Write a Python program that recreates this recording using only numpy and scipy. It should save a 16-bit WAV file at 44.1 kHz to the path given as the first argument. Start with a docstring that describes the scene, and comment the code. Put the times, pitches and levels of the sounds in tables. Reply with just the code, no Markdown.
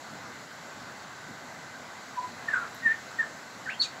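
"""Outdoor rumble and hiss run throughout, with a soft bump of bass now and then.
After two seconds a pied butcherbird on a veranda rail whistles five soft, nearly pure notes,
each thrown back by the deck, wall and roof; a faint tick falls after the second.
The bird ends on a sharp high chip: a falling tone beats against a steady high one,
which repeats more faintly about 30 ms later, under a short breathy rasp."""
import sys
import numpy as np
from scipy import signal
from scipy.fft import rfft, irfft
from scipy.io import wavfile
from scipy.ndimage import uniform_filter1d

SR = 44100
rng = np.random.default_rng(int(sys.argv[2]) if len(sys.argv) > 2 else 0)


def generate_wav(sig):
    """Save sig (samples, or channels by samples) to the path in sys.argv[1] as 16-bit PCM at SR."""
    pcm = np.round(np.clip(np.atleast_2d(sig).T, -1, 1) * 32767).astype(np.int16)
    wavfile.write(sys.argv[1], SR, pcm)


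N = 176400
TIME = np.arange(N) / SR
FREQS = np.fft.rfftfreq(N, 1 / SR)


def amp(db):
    """Decibels to gain."""
    return 10 ** (np.asarray(db) / 20)


def unit(x):
    """Scales to rms 1."""
    return x / np.sqrt(np.mean(x ** 2) + 1e-20)


def noise(spectrum):
    """Noise of rms 1, shaped by a gain at each frequency."""
    return unit(irfft(rfft(rng.standard_normal(N)) * spectrum, N))


def eq(points):
    """An EQ curve as gain, drawn on a log-frequency axis."""
    hz, db = np.transpose(points)
    return amp(np.interp(np.log(FREQS + 1), np.log(hz), db))


def fader(points):
    """A level ride as gain over time."""
    return amp(np.interp(TIME, *np.transpose(points)))


# Tone of the two beds. Each row: frequency in Hz, relative level in dB.
RUMBLE_EQ = [(20, -38), (40, -24.5), (62, -20.5), (90, -6.5), (135, 0), (190, -1.5), (250, 1.5),
             (330, -3.5), (410, -5), (520, -2.5), (680, 0.5), (950, -0.5), (1400, -0.5), (1900, -3),
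             (2150, -6.5), (2500, -13), (3300, -24), (6000, -47)]
HISS_EQ = [(1500, -19.5), (2600, -0.5), (3000, 0), (3350, -0.5), (4050, 4), (4600, 1.5), (5100, -1.5),
           (6400, -.5), (7200, .5), (7750, -1), (8100, -9), (8500, -17.5), (9600, -15), (11300, -14),
           (13500, -19.5), (15700, -20.5)]
# Their slow rise and fall. Each row: time in seconds, gain in dB.
RUMBLE_RIDE = [(0, -1.4), (.25, 1.5), (.48, -1.5), (.97, 0.8), (1.15, -0.8), (1.38, 0), (1.7, -0.75),
               (2.35, -0.1), (2.48, 2.6), (2.7, 0.1), (3.25, 0.5), (3.5, -.8), (4, 0.3)]
HISS_RIDE = [(0, .2), (.8, -.5), (1.7, -1), (2.5, 0.7), (3.2, 0.2), (4, -.5)]
# Steady drones. Each row: centre in Hz, half-width in Hz, level in dB.
RESONANCES = [(1529, 73, -54), (2034, 38, -59.5)]

def background(rumble_db=-45.5, hiss_db=-52, patch_db=1.0):
    """Distant rumble and hiss with two narrow resonances, gently patchy."""
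    bed = amp(rumble_db) * fader(RUMBLE_RIDE) * noise(eq(RUMBLE_EQ))
    bed += amp(hiss_db) * fader(HISS_RIDE) * noise(eq(HISS_EQ))
    for centre, width, db in RESONANCES:
        bed += amp(db) * noise(1 / (1 + ((FREQS - centre) / width) ** 2))
    bands = signal.stft(bed, nperseg=1024, noverlap=768)[2]
    patches = rng.standard_normal(bands.shape)
    for axis in (0, 1):  # blur across frequency, then time
        patches = uniform_filter1d(patches, size=12, axis=axis)
    return signal.istft(bands * amp(patch_db * unit(patches)), nperseg=1024, noverlap=768)[1][:N]


# Low bumps. Each row: time of the peak in seconds, level in dB.
BUMP_CUES = [(.14, -53), (.41, -52.5), (1.31, -49), (2.85, -48), (3.67, -53.5)]
# Their dull tone. Each row: frequency in Hz, relative level in dB.
BUMP_EQ = [(20, -55), (60, -25), (100, -8), (140, -0.5), (260, -1), (400, -16), (900, -42)]

def bumps(swell_s=0.033):
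    """Brief, soft swells of bass in the rumble."""
    swells = sum(amp(db) * np.exp(-((TIME - peak) / swell_s) ** 2) for peak, db in BUMP_CUES)
    return swells * noise(eq(BUMP_EQ))


def whistle(note, overtones, halo_db=-16, halo_width_hz=330, linger_s=0.019, edge_s=0.0025):
    """A nearly pure tone that follows one note's pitch and level, in a halo of noise."""
    times, hz, db = np.transpose(note)
    waver = 0.0052 * noise(np.exp(-(2 * FREQS * 0.0041) ** 2))  # half a percent, over about 4 ms
    pitch = uniform_filter1d(np.interp(TIME, times, hz), size=130) * (1 + waver)
    phase = 2 * np.pi * np.cumsum(pitch) / SR
    gate = np.clip(1 + np.minimum(TIME - times[0], times[-1] - TIME) / edge_s, 0, 1)
    level = uniform_filter1d(gate * amp(np.interp(TIME, times, db)), size=130)
    tone = np.sin(phase) + sum(amp(gain_db) * np.sin(round(k) * phase) for k, gain_db in overtones)
    # A narrow halo of noise around the pitch, lingering briefly.
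    release = np.exp(-1 / (linger_s * SR))
    halo_level = signal.lfilter([1 - release], [1, -release], level + 1e-12)
    skirt = 1 / (1 + (FREQS / halo_width_hz) ** 2)
    halo = (noise(skirt) * np.sin(phase) + noise(skirt) * np.cos(phase)) / np.sqrt(2)
    return level * tone + amp(halo_db) * halo_level * halo


# The five notes as sung. Each row: time in seconds, pitch in Hz, level in dB.
LOW_WHISTLE = [(2.160, 1005, -49), (2.176, 997, -30), (2.190, 983, -23.5), (2.201, 975, -29),
               (2.209, 965, -52), (2.217, 990, -50), (2.224, 995, -32), (2.260, 1000, -38),
               (2.269, 1004, -50)]
FALLING_SLUR = [(2.477, 1886, -44), (2.488, 1798, -20.5), (2.497, 1699, -35), (2.506, 1720, -35),
                (2.515, 1758, -30), (2.523, 1850, -34), (2.532, 1630, -33), (2.537, 1614, -19),
                (2.544, 1526, -17), (2.55, 1494, -31), (2.561, 1484, -23), (2.574, 1426, -34),
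                (2.604, 1440, -32), (2.626, 1375, -32), (2.645, 1330, -32), (2.653, 1290, -45)]
HELD_WHISTLE = [(2.822, 1860, -46), (2.833, 1864, -32.5), (2.847, 1885, -31), (2.862, 1845, -15.5),
                (2.874, 1768, -19), (2.893, 1752, -26), (2.910, 1795, -19.5), (2.923, 1832, -24.5),
                (2.930, 1810, -47)]
SHORT_WHISTLE = [(3.183, 1860, -46), (3.189, 1855, -27), (3.195, 1856, -21), (3.204, 1808, -21),
                 (3.212, 1775, -20), (3.218, 1716, -39), (3.234, 1665, -31)]
RISING_SLUR = [(3.655, 1880, -46), (3.666, 1820, -33), (3.671, 1640, -37), (3.676, 1510, -30),
               (3.682, 1503, -35), (3.692, 1547, -25), (3.696, 1940, -29), (3.701, 2380, -34.5),
               (3.712, 2660, -43), (3.727, 2740, -44), (3.737, 2770, -43), (3.742, 3150, -43),
               (3.750, 3240, -52)]
# Their faint sheen. Each row: harmonic number, level in dB against the fundamental.
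SONG_HARMONICS = [(2, -50), (3, -51)]

def song():
    """The bird whistles three clear notes and two rougher slurs with a louder halo of noise."""
    clear = sum(whistle(note, SONG_HARMONICS) for note in (LOW_WHISTLE, HELD_WHISTLE, SHORT_WHISTLE))
    rough = sum(whistle(note, SONG_HARMONICS, halo_db=-8) for note in (FALLING_SLUR, RISING_SLUR))
    return clear + rough


# Slaps off the deck, wall and roof. Each row: delay in seconds, gain in dB.
REFLECTIONS = [(.0055, -16.5), (0.013, -12), (0.0221, -17), (.0290, -17), (0.0386, -24.5)]

def veranda(sound, predelay_s=0.008):
    """Direct sound, a few hard reflections, a short tail and a faint one from the trees."""
    t = TIME[:SR]
    response = np.zeros(SR)
    response[0] = 1
    for delay, db in REFLECTIONS:
        response[round(delay * SR)] += amp(db)
    for db, t60_s in ((-9, 0.22), (-36, 0.5)):  # veranda, trees
        tail = rng.standard_normal(SR) * (t > predelay_s) * amp(-60 * t / t60_s)
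        response += amp(db) * tail / np.linalg.norm(tail)
    return signal.fftconvolve(sound, response)[:N]


# The tick is all top end. Each row: frequency in Hz, relative level in dB.
TICK_EQ = [(6000, -29), (10500, 3), (13000, 3), (15500, -2)]

def tick(start_s=2.747, level_db=-50, decay_s=0.004):
    """One tiny, bright click of fast-dying noise."""
    age = TIME - start_s
    return amp(level_db) * (age > 0) * np.exp(-abs(age) / decay_s) * noise(eq(TICK_EQ))


# The chip's two layers. Each row: time in seconds, pitch in Hz, level in dB.
FALLING_TONE = [(3.792, 4350, -53), (3.798, 4330, -30), (3.804, 4324, -18), (3.808, 4356, -30),
                (3.816, 4233, -19.5), (3.822, 3860, -24), (3.830, 3470, -38), (3.838, 2825, -63),
                (3.850, 2464, -46), (3.864, 2430, -39)]
STEADY_TONE_AND_REPEAT = [(3.805, 4500, -41), (3.810, 4480, -21.5), (3.816, 4437, -22.5),
                          (3.824, 4450, -21), (3.829, 4450, -45), (3.840, 4463, -25), (3.848, 4530, -42)]
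# Their brighter edge. Each row: harmonic number, level in dB against the fundamental.
CHIP_HARMONICS = [(2, -35), (3, -46)]

def chip():
    """A falling tone beats against a steady high one, which has a fainter repeat about 30 ms later."""
    return sum(whistle(layer, CHIP_HARMONICS) for layer in (FALLING_TONE, STEADY_TONE_AND_REPEAT))


# The rasp's bright tone. Each row: frequency in Hz, relative level in dB.
RASP_EQ = [(2000, -20), (3500, 0), (5500, -1), (7500, 0), (8600, -16), (15000, -34)]

def rasp(start_s=3.808, length_s=0.062, level_db=-41):
    """A short swell of breathy noise as the chip falls away."""
    progress = np.clip((TIME - start_s) / length_s, 0, 1)
    return amp(level_db) * np.sin(np.pi * progress) * noise(eq(RASP_EQ))


def scene():
    """The outdoor bed, with the bird and the tick echoing on the veranda, in mono."""
    return (background() + bumps() + veranda(song() + tick() + chip() + rasp()))[None]


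def record(dry, cutoff_hz=15720):
    """A steep low-pass takes off the very top."""
    lowpass = signal.firwin(1023, cutoff_hz, window=("kaiser", 9), fs=SR)
    return signal.oaconvolve(dry, lowpass[None], "same")


dry = scene()
out = record(dry)
generate_wav(out)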